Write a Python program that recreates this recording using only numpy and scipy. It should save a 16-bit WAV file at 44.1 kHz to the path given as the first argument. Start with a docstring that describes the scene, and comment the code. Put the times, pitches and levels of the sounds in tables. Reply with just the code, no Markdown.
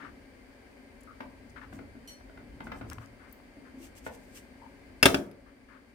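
"""Tamping coffee by hand

A metal tamper is pressed and twisted on coffee grounds in a steel basket that knocks on its stand, then is
set down on the counter with a clack that bounces. A phone held close hears it in a small kitchen with a
steady appliance hum; a glass clinks once further off. Struck things are sums of decaying modes with contact
noise; rubs and twists are grainy filtered noise; rumble, hum and room tail are shaped noise."""
import sys
import numpy as np
from scipy import signal
from scipy.fft import rfft, irfft
from scipy.io import wavfile
from scipy.ndimage import uniform_filter1d

SR = 44100
rng = np.random.default_rng(int(sys.argv[2]) if len(sys.argv) > 2 else 0)


def unload_wav(signal):
    """Save mono or channel-first audio to the path in sys.argv[1] as 16-bit WAV at rate SR, clipped to [-1, 1]."""
    wavfile.write(
        sys.argv[1],
        SR,
        np.round(np.clip(np.atleast_2d(signal).T, -1, 1) * 32767).astype(np.int16),
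    )


def linear_from_db(decibels):
    """Turn decibels (scalar or array-like) into linear amplitude factors; 0 gives 1."""
    return 10 ** (np.asarray(decibels, float) / 20)


N = 261954
T = np.arange(N) / SR
SIDES = np.array([[.5], [-.5]])  # times a left-minus-right difference in dB

# tamper landing on the counter and bouncing: start_s, nominal peak_db, brightness_db_per_octave
LANDINGS = [(5.028, -7.5, 4.5), (5.056, -3.5, 3), (5.144, -12.5, 0.5), (5.313, -52.5, 12)]
# modes of tamper and counter: pitch_hz, relative level_db, t60_s
TAMPER_MODES = [(145, -12.5, 0.3), (183, -11, 0.3), (221.6, -12.5, 0.38), (274.5, 0, 0.3),
                (343.4, -14, 0.42), (378, -5, 0.28), (472, -7, 0.25), (595, -5, 0.2), (665, -11, 0.27),
                (730, -14, 0.2), (850, -10, 0.15), (1365, -1.5, 0.052), (1514, -3, 0.05), (1635, -5, 0.045),
                (1725, -8.5, 0.035), (1838, -9, 0.04), (2667, 2, 0.036), (3450, -3, 0.013),
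                (5040, -2, 0.023), (9100, -13.5, 0.025), (11320, -14, 0.016)]
# colour of the landing's contact noise: frequency_hz, relative density_db
LANDING_NOISE = [(71, -47.5), (120, -10), (261, 0), (1070, -14.5), (1340, -7.5), (3520, -13.5), (4230, -18),
                 (11800, -27), (16000, -30)]
# basket knocking on its stand: start_s, nominal peak_db, brightness_db_per_octave
BASKET_KNOCKS = [(0.03, -31.5, -13), (1.203, -29, 5), (1.725, -34.5, -3.5), (1.788, -34.5, -0.5),
                 (1.95, -33.5, -11), (2.294, -38, -2.5), (2.373, -36, -0.5), (2.603, -31.5, 5),
                 (2.668, -32, 0.5), (2.716, -28.5, 10), (2.81, -30.5, -1.5), (3.565, -39, -11),
                 (4.063, -28, 0.5)]
# modes of basket, handle and stand: pitch_hz, relative level_db, t60_s
BASKET_MODES = [(124, -17, 0.048), (230.5, -15, 0.25), (275, -2, 0.092), (402, -2.5, 0.038),
                (646, -3, 0.055), (1400, -1, 0.027), (1492, 14, 0.021), (2050, -4, 0.066),
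                (2950, -18, 0.012), (3610, -20, 0.016)]
# colour of the knocks' contact noise: frequency_hz, relative density_db
KNOCK_NOISE = [(60, 0), (200, 18), (650, 14.5), (1000, 11.5), (2000, 8), (5000, -14), (8000, -28),
               (16000, -24)]
# tamper rim twisting against grounds and basket wall: start_s, length_s, level_db
RIM_TWISTS = [(1.68, 0.12, -64), (2.61, 0.076, -64.5), (2.71, 0.11, -63.5), (2.827, 0.138, -63),
              (2.95, 0.13, -67), (3.266, 0.074, -68), (3.741, 0.16, -56.5), (3.927, 0.081, -55.5),
              (4.007, 0.095, -56), (4.085, 0.097, -61.5), (3.778, 0.79, -70), (4.196, 0.069, -70),
              (4.304, 0.11, -53)]
# colour of crushed grit: frequency_hz, relative density_db
GRIT_COLOUR = [(1500, -3), (2800, 2), (4000, -5), (6300, 1), (7100, -2), (8000, 3), (10500, -6),
               (14500, -5), (16000, -18)]
# broad rubs of steel on the stand: start_s, nominal length_s, level_db
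STEEL_RUBS = [(0., 0.1, -51.5), (1.558, 0.044, -51), (1.611, 0.051, -54), (2.911, 0.022, -49),
              (3.011, 0.049, -58.5), (3.192, 0.12, -63), (3.647, 0.053, -63), (5.458, 0.061, -63),
              (5.682, 0.12, -57.5)]
# narrow squeaks: start_s, nominal length_s, level_db, pitch_hz
NARROW_SQUEAKS = [(1.071, 0.072, -58, 1294), (4.352, 0.047, -65.5, 2800), (4.612, 0.07, -57.5, 935)]
# single gritty ticks: start_s, nominal length_s, level_db, centre_hz
GRITTY_TICKS = [(1.006, 0.012, -67, 9000), (1.032, 0.0079, -65, 9000), (1.495, 0.015, -69.5, 6800),
                (2.205, 0.01, -60.5, 900), (2.64, .008, -66.5, 8300), (2.899, 0.005, -65, 5000),
                (2.983, 0.0046, -45, 1100), (3.324, 0.0084, -55, 13500), (3.4, 0.0027, -54, 860)]
# dull thumps of the counter as the hand shifts its weight: start_s, nominal peak_db, pitch_hz
COUNTER_THUMPS = [(1.208, -40, 266), (1.728, -42.5, 211), (1.762, -38, 275), (1.8, -42.5, 279.6),
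                  (2.815, -37, 109), (2.967, -35.5, 107), (2.987, -46, 125), (3.74, -42.5, 266),
                  (3.77, -41.5, 262), (3.801, -44, 332.6)]
# hand pressure felt through the counter: time_s, rumble level_db
HAND_PRESSURE = [(0.0, -62), (0.4, -65), (0.65, -68), (1.27, -59), (1.45, -59), (1.8, -54.5), (2.15, -61.5),
                 (2.5, -53.5), (2.8, -51.5), (2.9, -49), (3.1, -60.5), (3.36, -65.5), (3.9, -58),
                 (4.4, -62.5), (5.0, -60), (5.9, -62.5)]
# the glass touched once: start_s, nominal peak_db, brightness_db_per_octave
GLASS_CLINK = [(2.0739, -41.5, -1.5)]
# modes of the glass: pitch_hz, relative level_db, t60_s
GLASS_MODES = [(3042, 2, .09), (4250, -3, .08), (4301, -2, .21), (5814, 3, .17), (7574, -8, .11),
               (9485, -8, .1), (10520, -6, .09), (11570, -6, .11), (13880, -9, .08)]
# decay of the room: frequency_hz, t60_s
ROOM_DECAY = [(60, 0.77), (250, 0.45), (480, 0.57), (900, 0.39), (2000, 0.18), (6000, 0.24), (14000, 0.3)]
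# colour of the appliance hum: frequency_hz, relative density_db
HUM_COLOUR = [(15, -34.5), (30, -4.5), (45, -7), (59, -11), (153, -30.5), (263, -5), (317, -26),
              (344, -13.5), (545, -17), (887, -19.5), (1940, -22), (3620, -38), (12000, -47.5),
              (15700, -47.5), (16000, -74.5)]
# narrow bands that stand out of the hum, or dip if negative: centre_hz, width_hz, height_db
HUM_BANDS = [(279.3, 15, 9), (564, 40, 7.5), (1280, 640, -7), (1604, 78, 7.5), (2098, 49, 9.5),
             (2318, 77, 7), (3084, 15, 10), (4657, 770, 7.5), (9000, 1700, 6)]
# correlation of left and right in the hum: frequency_hz, likeness_0_to_1
HUM_LIKENESS = [(130, 0.96), (290, 0.85), (640, 0.3), (1400, 0.)]
# balance of the hum: frequency_hz, left_minus_right_db
HUM_LEAN = [(60, 5), (700, 3.5), (1290, -3), (2380, 4.5), (8000, 4.5), (15000, 4)]


def over_hz(table, count):
    """Log-frequency interpolation: a table read at the spectral bins of count samples."""
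    hz, value = np.transpose(table)
    return np.interp(np.log(np.fft.rfftfreq(count, 1 / SR) + 1), np.log(hz), value)


def unit(x):
    """Normalisation to an rms of 1."""
    return x / np.sqrt(np.mean(x ** 2))


def noise(table, count):
    """Spectral shaping: white noise takes the colour of a table, at rms 1."""
    spectrum = rfft(rng.standard_normal(count)) * linear_from_db(over_hz(table, count))
    return unit(irfft(spectrum, count))


def band(x, hz, width):
    """Band-pass filtering around a centre, as by one broad resonance."""
    edges = np.clip([hz - width / 2, hz + width / 2], 20, .45 * SR)
    return signal.sosfilt(signal.butter(2, edges, "band", fs=SR, output="sos"), x)


def curve(rows, rest_db):
    """Linear interpolation of level in dB over time."""
    s, db = np.transpose(rows)
    return np.interp(T, s, db, rest_db, rest_db)


def flicker(rate, db):
    """Random amplitude modulation: smoothed gain steps about 1, rate of them a second."""
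    k = int(SR / rate)
    steps = np.repeat(rng.standard_normal(N // k + 1), k)
    return linear_from_db(db * uniform_filter1d(steps, k)[:N])


def add(out, x, s):
    """Superposition: a stereo sound is mixed in at a time."""
    i = int(s * SR)
    out[:, i:i + x.shape[1]] += x[:, :N - i]


def contact(table, tilt_db, count):
    """Contact noise: a brighter blow has less bass; both ports share the bass but differ above it."""
    table = [(hz, db + 0.32 * tilt_db * np.log2(np.clip(hz, 220., 1500.) / 1000)) for hz, db in table]
    mid = noise(table, count)
    side = band(noise(table, count), 8670.0, 17000.)
    return mid + 2 * SIDES * side


def modal_ring(modes, tilt_db, t, split_hz, apart, scatter_db):
    """Modal synthesis: beating decaying sines, the high ones at unlike phases in the two ports."""
    hz, db, t60 = np.transpose(modes)[:, :, None]
    tilt = tilt_db * np.log2(np.maximum(hz, 300.) / 1000)
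    gain = linear_from_db(db + tilt + scatter_db * rng.standard_normal(hz.shape))
    lag = rng.uniform(0, 2 * np.pi, (2, len(hz), 1)) * np.clip(hz / 1500 - .15, 0, apart)
    beat_hz = split_hz * rng.uniform(.5, 0.91, hz.shape)
    beat = 1 + 0.57 * np.cos(2 * np.pi * beat_hz * t + lag)  # modes come in close pairs
    decay = np.exp(-np.log(1000) * t / t60)
    ring = (gain * beat * decay * np.sin(2 * np.pi * hz * t + lag)).sum(axis=1)
    return ring / np.sqrt(np.sum(gain ** 2))


def blows(rows, modes, rise_s, chatter_s, chatter, pan_db, split_hz, apart, scatter_db, crack_db, crack):
    """Impact excitation: each blow and its brief chatter ring the modes and make contact noise."""
    rings, cracks, t = np.zeros((2, N)), np.zeros((2, N)), T[:SR // 2]
    hardest_db = max(row[1] for row in rows)
    for s, peak_db, tilt_db in rows:
        # lighter blows chatter for less time; duller contact starts slower
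        fade_s = chatter_s * linear_from_db(max(0.5 * (peak_db - hardest_db), -5.))
        fade = np.exp(-(t / fade_s) ** 2)
        rise = 1 - np.exp(-(t / rise_s / linear_from_db(max(-tilt_db, 0))) ** 2)
        push = chatter * rng.standard_normal(len(t)) * fade
        push[0] = 1  # first contact
        push = push / np.sqrt(np.sum(push ** 2))
        ring = modal_ring(modes, tilt_db, t, split_hz, apart, scatter_db) * rise
        sound = signal.fftconvolve(ring, push[None], axes=1)[:, :len(t)]
        hiss = contact(crack, tilt_db, len(t)) * fade * rise
        add(rings, sound * linear_from_db(peak_db + SIDES * pan_db), s)
        add(cracks, hiss * linear_from_db(peak_db + crack_db + SIDES * pan_db), s)
    return rings, cracks


def landing_clacks():
    """Repeated impact: the tamper strikes the counter and bounces; returns ring and contact noise."""
    return blows(LANDINGS, TAMPER_MODES, rise_s=0.00021, chatter_s=0.013, chatter=.03, pan_db=4.0,
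                 split_hz=18.0, apart=0.99, scatter_db=1.0, crack_db=-11.0, crack=LANDING_NOISE)


def basket_knocks():
    """Soft impact: the basket strikes its stand with a slower rise; returns ring and contact noise."""
    return blows(BASKET_KNOCKS, BASKET_MODES, rise_s=0.0022, chatter_s=0.011, chatter=.045, pan_db=2.0,
                 split_hz=7.1, apart=0.74, scatter_db=2, crack_db=-11.0, crack=KNOCK_NOISE)


def twists():
    """Granular crushing: grit under the turning rim swishes, swelling slowly and stopping sooner."""
    push = 0
    for s, length, db in RIM_TWISTS:
        phase = np.clip((T - s) / length, 0, 1) ** 1.6
        push = push + linear_from_db(db) * np.abs(np.sin(np.pi * phase)) ** 1.9
    crunch = unit(uniform_filter1d(linear_from_db(5.25 * rng.exponential(size=N)), size=40))
    grit = np.array([noise(GRIT_COLOUR, N), noise(GRIT_COLOUR, N)])
    return grit * push * crunch * flicker(61, 2) * linear_from_db(SIDES * 1.0)


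def scrape(rows, pan_db):
    """Stick-slip friction: dense grains through one resonance, with a quick start and a softer end."""
    out, likeness = np.zeros((2, N)), .2  # correlation of left and right grains
    for s, length, db, hz, width in rows:
        t = T[:int(length * SR) + SR // 20]
        start = np.minimum(t / min(0.16 * length, .005), 1)
        end = np.clip((1.15 * length - t) / (0.57 * length), 0, 1)
        grains = rng.standard_normal((2, SR // 4))
        bursts = linear_from_db(1.9 * rng.exponential(size=SR // 4))
        grains = (grains * bursts)[:, :len(t)]
        grains[1] = likeness * grains[0] + np.sqrt(1 - likeness ** 2) * grains[1]
        add(out, unit(band(grains, hz, width)) * start * end * linear_from_db(db + SIDES * pan_db), s)
    return out


def rubs():
    """Resonant friction: rubs share one broad resonance, squeaks are narrow, ticks short and wide."""
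    broad = [(s, length, db, 1416, 840) for s, length, db in STEEL_RUBS]  # centre and width in Hz
    narrow = [(s, length, db, hz, 0.19 * hz) for s, length, db, hz in NARROW_SQUEAKS]
    short = [(s, length, db, hz, min(0.85 * hz, 4990)) for s, length, db, hz in GRITTY_TICKS]
    return scrape(broad + narrow + short, pan_db=12.5)


def thumps():
    """Single-mode response: each thump is one low mode that swells for a cycle and dies away."""
    out, t, t60_s = np.zeros((2, N)), T[:SR // 4], .14
    for s, db, hz in COUNTER_THUMPS:
        shape = (1 - np.exp(-(t * hz) ** 2)) * linear_from_db(-60 * t / t60_s)
        add(out, shape * np.sin(2 * np.pi * hz * t) * linear_from_db(db + SIDES * 2.9), s)
    return out


def hand():
    """Structure-borne sound: counter rumble and boom follow hand pressure, nearly alike at both ports."""
    mid, side = rng.standard_normal((2, N))
    both = mid + 0.52 * SIDES * side
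    rumble_db = curve(HAND_PRESSURE, rest_db=-64)
    boom_db = -62 + 0.28 * (rumble_db + 61.5)  # the boom varies less than the rumble
    rumble = unit(band(both, 61.0, 67.0)) * linear_from_db(rumble_db)
    boom = unit(band(both, 245.0, 79.7)) * linear_from_db(boom_db)
    return (rumble * flicker(6, 0.73) + boom * flicker(8, 1.8)) * linear_from_db(SIDES * 1.7)


def glass_clink():
    """Light impact on a resonator: one touch rings the beating glass modes, with contact noise."""
    return sum(blows(GLASS_CLINK, GLASS_MODES, rise_s=0.0015, chatter_s=0.03, chatter=0.02, pan_db=0.5,
                     split_hz=70.0, apart=.4, scatter_db=1, crack_db=-18, crack=GRIT_COLOUR))


def kitchen(dry):
    """Diffuse reverberation: octave bands of noise die at their own rates, alike only in the bass."""
    t, tail = T[:SR // 2], 0
    hz, t60 = np.transpose(ROOM_DECAY)
    for centre in 60 * 2. 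** np.arange(9):
        fade = np.exp(-np.log(1000) * t / np.interp(np.log(centre), np.log(hz), t60))
        mid, side = band(rng.standard_normal((2, len(t))), centre, 0.94 * centre) * fade
        spread = min(centre / 700, 1)
        tail = tail + (mid + 2 * SIDES * side * spread) / np.hypot(1, spread)
    tail = tail * np.minimum(t / 0.012, 1) * linear_from_db(SIDES * 1.0)  # reflections build up
    tail = tail / np.sqrt(np.sum(tail ** 2) / 2)
    return signal.fftconvolve(dry.mean(axis=0)[None], tail, axes=1)[:, :N]


def hum():
    """Partly coherent noise field: appliance hum, alike in the bass and unrelated in the treble."""
    hz = np.fft.rfftfreq(N, 1 / SR)
    db = over_hz(HUM_COLOUR, N)
    for centre, width, height_db in HUM_BANDS:
        db = db + height_db / (1 + (2 * (hz - centre) / width) ** 2)
    like = np.clip(over_hz(HUM_LIKENESS, N), -.9, .99)
    mid, side = rfft(rng.standard_normal((2, N)))
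    pair = np.sqrt(1 + like) * mid + 2 * SIDES * np.sqrt(1 - like) * side
    sound = unit(irfft(pair * linear_from_db(db + SIDES * over_hz(HUM_LEAN, N)), N))
    return sound * linear_from_db(-56) * flicker(1.0, 0.27)


def scene():
    """Direct and reverberant sound: rings stay close, while contact noise fills the room."""
    ring, crack = landing_clacks()
    knock, thud = basket_knocks()
    clink = glass_clink()
    near = rubs() + twists() + thumps()
    wet = linear_from_db(-18.0) * ring + linear_from_db(-4.5) * crack + linear_from_db(-5.5) * knock + linear_from_db(0.6) * thud
    wet = wet + linear_from_db(1.5) * clink + linear_from_db(-9.0) * near
    return ring + crack + knock + thud + clink + near + kitchen(wet) + hand() + hum()


def gain_control(x, knee_db, share, release_db):
    """Peak-held compression: share of the excess over the knee is cut; the hold falls release_db a second."""
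    level = 20 * np.log10(np.abs(x).max(axis=0) + 1e-9)
    held = np.maximum.accumulate(level + release_db * T) - release_db * T
    k = int(.1 * SR)
    # mean over the last 0.1 s, so the gain turns down within a moment
    excess = uniform_filter1d(np.maximum(held - knee_db, 0), k, origin=(k - 1) // 2)
    return x * linear_from_db(-share * excess)


def low_pass(x):
    """Removes everything above the highest recorded frequency."""
    return signal.sosfilt(signal.butter(12, 16810, fs=SR, output="sos"), x)


def record(dry):
    """Filtering, compression and saturation: the phone cuts deep bass, rides gain and rounds loud peaks."""
    thin = signal.sosfilt(signal.butter(4, 38., "high", fs=SR, output="sos"), dry)
    steadied = gain_control(thin, knee_db=-26.5, share=0.13, release_db=.5)
    rounded = np.tanh(1.248 * steadied) / 1.048
    return low_pass(rounded)


dry = scene()
out = record(dry)
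unload_wav(out)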